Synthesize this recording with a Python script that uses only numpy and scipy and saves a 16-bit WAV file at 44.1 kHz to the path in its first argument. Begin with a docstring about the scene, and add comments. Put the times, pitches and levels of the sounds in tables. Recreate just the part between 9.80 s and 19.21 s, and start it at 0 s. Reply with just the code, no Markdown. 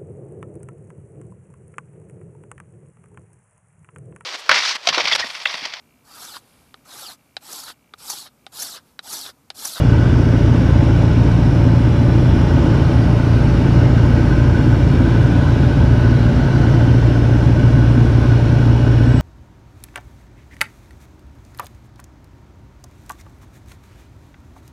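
"""A four-cylinder diesel drives a wooden boat up a river, heard from the bow.
From the start its orders drone as harmonics of the engine cycle, and propeller side tones beat against
them. Shaped noise gives the rumble of planks and panels, the valve cover's clatter, and the hiss of
exhaust and water. From 9.25 s a far bird whistles: one trembling sine."""
import sys
import numpy as np
from scipy import signal
from scipy.fft import rfft, irfft
from scipy.io import wavfile
from scipy.ndimage import uniform_filter1d

SR = 44100
rng = np.random.default_rng(int(sys.argv[2]) if len(sys.argv) > 2 else 0)


def log_audio(samples):
    """Write samples as a 16-bit WAV file to the path given in sys.argv[1]."""
    # one column per channel
    frames = np.atleast_2d(samples).T
    # limit to full scale, then quantise
    limited = np.clip(frames, -1, 1)
    pcm = np.round(limited * 32767).astype(np.int16)
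    wavfile.write(sys.argv[1], SR, pcm)


N = 414981
T = np.arange(N) / SR  # time, s

# Four-stroke engine speed: start_s, rate_cycles_per_s
ENGINE_SPEED = [(0.0, 14.335), (0.4, 14.346), (1.2, 14.275), (2.0, 14.357), (2.8, 14.318), (3.2, 14.373),
                (4.4, 14.397), (5.3, 14.397), (5.6, 14.375), (6.2, 14.452), (6.8, 14.48), (7.2, 14.517),
                (7.8, 14.53), (8.5, 14.597), (9.41, 14.632)]
START_TURN = .2  # cycles: the first one is already under way
CRUISE = 14.4  # cycles per s, where the tuning by speed is zero

# Engine orders; every 4th is a firing order, the rest come from uneven cylinders:
# order (multiple of the cycle rate), level_db (rms, before its waver)
ENGINE_ORDERS = [(2, -35), (3, -33.1), (4, -19.8), (5, -32.2), (6, -21.8), (7, -37.2), (8, -15.5),
                 (9, -24.6), (10, -29.9), (11, -39.2), (12, -25.9), (13, -43.1), (14, -42.4), (15, -41.7),
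                 (16, -29.9), (17, -30.4), (18, -33.8), (19, -33.6), (20, -30.6), (21, -32.8), (22, -39.2),
                 (23, -39.9), (24, -37.2), (25, -43.1), (26, -44.9), (27, -43.4), (28, -37.3), (29, -50.6),
                 (30, -47.7), (31, -47.3), (32, -45.9), (35, -52.5), (36, -44.0), (40, -41.5), (41, -51.5),
                 (42, -52.5), (43, -50.4), (44, -51.8), (48, -52), (50, -54)]
# Phase lag of the orders 4n, 4n + 1, 4n + 2, 4n + 3: lag_turns
CYLINDER_LAG = [-.04, .38, .03, -.15]
CHUG_ORDERS = range(16, 24)  # the hull's 230-340 Hz range, struck by one strong cylinder
# Hull response at four strong orders, added to their levels:
# order, gain_at_cruise_db, slope_db (per cycle/s of speed), waver_db (rms)
HULL_TUNING = [(6, 0.5, -16, 1.3), (8, 0.97, 9.5, 0.43), (12, 0.76, -23.5, 2.1), (16, -1.1, 15.5, 2.8)]
WAVER_HZ = 3.6
# Brief level changes of the eighth- and sixth-order hums: center_s, eighth_order_db, sixth_order_db
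HUM_DIPS = [(2.65, -9, 3), (3.0, -2.5, -3), (3.7, -7.5, -0.5), (4.6, -4.5, 1.5), (5.2, -4.5, 1),
            (5.8, -6.5, 3.5), (6.6, -6, -20), (8.0, 0, -10)]
DIP_S = 0.12  # standard deviation of each bell-shaped change, s

PROPELLER_BEATS = 1.55  # mean propeller beats per engine cycle
# Side tones where the propeller load swings an order:
# order, side (signed multiple of the beat), level_db (rms, before its waver)
SIDE_TONES = [(4, 0.88, -30.5), (6, 0.97, -27), (8, -1.1, -36.5), (8, 0.98, -28), (12, -1.2, -42.5)]

# Rumble spectrum of the planks, before its swell: frequency_hz, density_db (per Hz)
HULL_SPECTRUM = [(12, -65.5), (35, -57), (50, -52), (65, -38.5), (100, -46), (125, -37.5), (150, -39.5),
                 (165, -49), (300, -48), (350, -52.5), (375, -54.5), (620, -62), (1500, -100), (4000, -150)]
# Ringing panels of hull and block: frequency_hz, width_hz, level_db (rms, before the swell)
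PANEL_MODES = [(253.6, 21.6, -30), (331, 15.3, -33.5), (466, 8.3, -47), (583.4, 66, -38.5), (728, 62, -53),
               (863, 41, -43.5), (921, 58, -45), (1026.5, 11, -49.5), (1220, 30, -66.5), (1288, 67, -48.5),
               (1375, 28, -53.5), (1940, 80, -53), (2293, 74, -53.5), (2870, 190, -51), (3474, 67, -64),
               (4530, 50, -71), (4960, 40, -64.5), (5380, 320, -56), (5800, 140, -65.5), (6500, 80, -83),
               (6830, 80, -69.5), (7450, 100, -70)]
# Slow swell of the noise layers: start_s, rumble_db, hiss_db
NOISE_SWELL = [(0.0, 3.5, -0.8), (0.8, 2.5, 0), (2.2, 1.3, -0.2), (2.85, 5, 0.7), (3.4, 0.5, 0.5),
               (4.0, 4, 0.4), (4.7, 2.5, 0.2), (5.4, 2, 0.6), (6.1, 2, 0), (6.8, 3, 0.3), (7.7, 2.3, -0.4),
               (8.6, 0.5, 0.4), (9.41, 1.2, -0.5)]

# Valve cover modes: frequency_hz, width_hz, level_db (relative to one another)
COVER_MODES = [(1483, 80, 2), (1550, 130, 0), (1632, 64, -8.5)]
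# Loudness of the clatter: start_s, level_db (rms)
CLATTER_LEVEL = [(0.0, -35), (0.4, -37), (1.4, -40.5), (2.55, -37), (2.9, -35.5), (3.2, -39), (3.7, -37.5),
                 (4.2, -36), (4.6, -33.5), (5.6, -36), (6.7, -34), (7.2, -35.5), (7.5, -37), (8.4, -36),
                 (9.0, -38.5), (9.41, -34.5)]

# Exhaust and water spectrum, before streaks and swell: frequency_hz, density_db (per Hz)
HISS_SPECTRUM = [(400, -65.5), (700, -61), (950, -62), (1180, -65.5), (1900, -70), (2600, -73), (3200, -75),
                 (5000, -81.5), (6000, -83), (7000, -92), (8200, -95), (9200, -92), (10300, -99),
                 (11800, -100), (13200, -105), (14400, -116)]
# Bird whistle: start_s, pitch_hz, level_db (rms, before its tremble)
BIRD_WHISTLE = [(9.25, 7760, -66), (9.27, 7740, -60), (9.34, 7750, -57), (9.37, 7770, -51),
                (9.41, 7800, -51)]

CEILING = 1.02  # limit that the rounded peaks approach, full scale = 1
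EDGE_HZ = 14357  # upper band limit


def amp(db):
    """Level law: 20 dB is a factor of ten in amplitude."""
    return 10 ** (np.asarray(db) / 20)


def evened(x):
    """Normalization: dividing by the root mean square gives rms 1."""
    return x / np.sqrt(np.mean(x ** 2) + 1e-20)


def read(points, hz):
    """Spectral interpolation: values join linearly on a log-frequency axis."""
    f, value = np.transpose(points)
    return np.interp(np.log(hz + 1), np.log(f + 1), value)


def curve(rows, axis):
    """Linear interpolation: one column of a table becomes a course over time."""
    columns = np.transpose(rows)
    return np.interp(T, columns[0], columns[axis])


def wander(hz):
    """Slow random fluctuation: low-passed noise of rms about 1, with changes up to about hz."""
    coarse = rng.standard_normal(N // 441 + 402)  # 100 values per s
    low_pass = signal.butter(2, np.clip(hz / 50, .001, .9))
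    smooth = signal.lfilter(*low_pass, coarse)[400:]  # past the filter's onset
    return np.interp(T, np.arange(len(smooth)) / 100, evened(smooth))


def ringing(modes):
    """Resonance: broadband noise excites damped modes, each a spectral peak with its own rms level."""
    hz = np.fft.rfftfreq(N, 1 / SR)
    power = sum(amp(db) ** 2 / width / (1 + (2 * (hz - f) / width) ** 2) ** 2
                for f, width, db in modes)
    return irfft(rfft(rng.standard_normal(N)) * np.sqrt(power * 2 * SR / np.pi), N)


def cycles():
    """Phase is the integral of speed: engine cycles completed, with a slight hunting of the governor."""
    rate = curve(ENGINE_SPEED, axis=1) * (1 + .0004 * wander(hz=3))
    return START_TURN + np.cumsum(rate) / SR


def drone(turns):
    """Harmonic synthesis: periodic firing gives tones at multiples of the cycle rate."""
    rise = curve(ENGINE_SPEED, axis=1) - CRUISE
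    tuning_db = {}
    for order, cruise_db, slope_db, spread_db in HULL_TUNING:
        tuning_db[int(order)] = cruise_db + slope_db * rise + spread_db * wander(hz=WAVER_HZ)
    for center, eighth_db, sixth_db in HUM_DIPS:
        bell = np.exp(-.5 * ((T - center) / DIP_S) ** 2)
        tuning_db[8] = tuning_db[8] + eighth_db * bell
        tuning_db[6] = tuning_db[6] + sixth_db * bell
    out = np.zeros(N)
    for order, db in ENGINE_ORDERS:
        drift_db = 1.2 * wander(hz=2)
        slip = .03 * wander(hz=1)  # turns
        # unlike exhaust paths give a lag that repeats every 4 orders
        lag = CYLINDER_LAG[int(order) % len(CYLINDER_LAG)]
        if order in CHUG_ORDERS:
            lag = .31 - .035 * order  # a linear phase lines these up into one thud a cycle
        level = amp(db + tuning_db.get(order, drift_db))
        out += level * np.cos(2 * np.pi * (order * turns - lag + slip))
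    return np.sqrt(2) * out  # rms to peak


def propeller(turns):
    """Modulation sidebands: tones beside the orders, less steady as the blades bite uneven water."""
    blades = PROPELLER_BEATS * turns + .12 * wander(hz=1.5)
    out = np.zeros(N)
    for order, side, db in SIDE_TONES:
        level = amp(db + 2.2 * wander(hz=1.7))
        out += level * np.cos(2 * np.pi * (order * turns + side * blades))
    return np.sqrt(2) * out


def rumble(turns):
    """Filtered noise and resonance: planks rumble and panels ring, pumped a little by each cycle."""
    hz = np.fft.rfftfreq(N, 1 / SR)
    spectrum = rfft(rng.standard_normal(N)) * amp(read(HULL_SPECTRUM, hz))
    planks = irfft(spectrum * np.sqrt(SR / 2), N)
    pump_db = 0.16 * np.cos(2 * np.pi * (turns + .03))
    return (planks + ringing(PANEL_MODES)) * amp(curve(NOISE_SWELL, axis=1) + pump_db)


def clatter(turns):
    """Amplitude-modulated resonance: the valve cover rings with each firing, some cylinders louder."""
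    firing_db = 1.0 * np.cos(8 * np.pi * (turns - .16))  # four firings a cycle
    uneven_db = .8 * np.cos(2 * np.pi * (turns - .03))
    bursts = ringing(COVER_MODES) * amp(firing_db + uneven_db + 1.1 * wander(hz=23))
    return amp(curve(CLATTER_LEVEL, axis=1)) * evened(bursts)


def hiss(turns):
    """Time-varying noise spectrum: streaks come and go in the treble, lightly pumped by the firings."""
    frames, hz = N // 512 + 5, np.fft.rfftfreq(2048, 1 / SR)
    real, imaginary, streaks, patches = rng.standard_normal((frames, 1025, 4)).T
    # axis 0 is frequency, axis 1 is time: streaks are narrow and long, patches wide and short
    streaks = uniform_filter1d(uniform_filter1d(streaks, size=2, axis=0), size=70, axis=1)
    patches = uniform_filter1d(uniform_filter1d(patches, size=30, axis=0), size=5, axis=1)
    # streak depth: (Hz, dB rms)
    depth_db = read([(1500, 1.6), (5000, 3.4), (10000, 2.05)], hz)[:, None]
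    level_db = read(HISS_SPECTRUM, hz)[:, None] + depth_db * evened(streaks) + 0.2 * evened(patches)
    spectrum = (real + 1j * imaginary) * amp(level_db)
    noise = signal.istft(spectrum, nperseg=2048, noverlap=1536)[1][:N]
    noise = np.sqrt(SR / 2 / (2048 / 3)) * noise  # level per Hz
    pump_db = 0.13 * np.cos(8 * np.pi * (turns - .15))
    return noise * amp(curve(NOISE_SWELL, axis=2) + pump_db)


def bird():
    """Pure tone with amplitude modulation: a thin gliding whistle with a light tremble."""
    tone = np.sin(2 * np.pi * np.cumsum(curve(BIRD_WHISTLE, axis=1)) / SR)
    tremble_db = 2.1 * np.sin(2 * np.pi * 35 * T)
    begun = T > BIRD_WHISTLE[0][0]
    return np.sqrt(2) * amp(curve(BIRD_WHISTLE, axis=2) + tremble_db) * tone * begun


def scene():
    """Superposition: the pressures of all sources add at one microphone at the bow."""
    turns = cycles()
    engine = drone(turns) + propeller(turns)
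    noises = rumble(turns) + clatter(turns) + hiss(turns)
    return (engine + noises + bird())[None]


def record(dry):
    """Saturation, then band limiting: peaks round off under a soft ceiling before a low-pass."""
    soft = dry / (1 + (dry / CEILING) ** 4) ** .25
    low_pass = signal.firwin(511, EDGE_HZ, window=("kaiser", 9), fs=SR)
    return signal.oaconvolve(soft, low_pass[None], "same")


dry = scene()
out = record(dry)
log_audio(out)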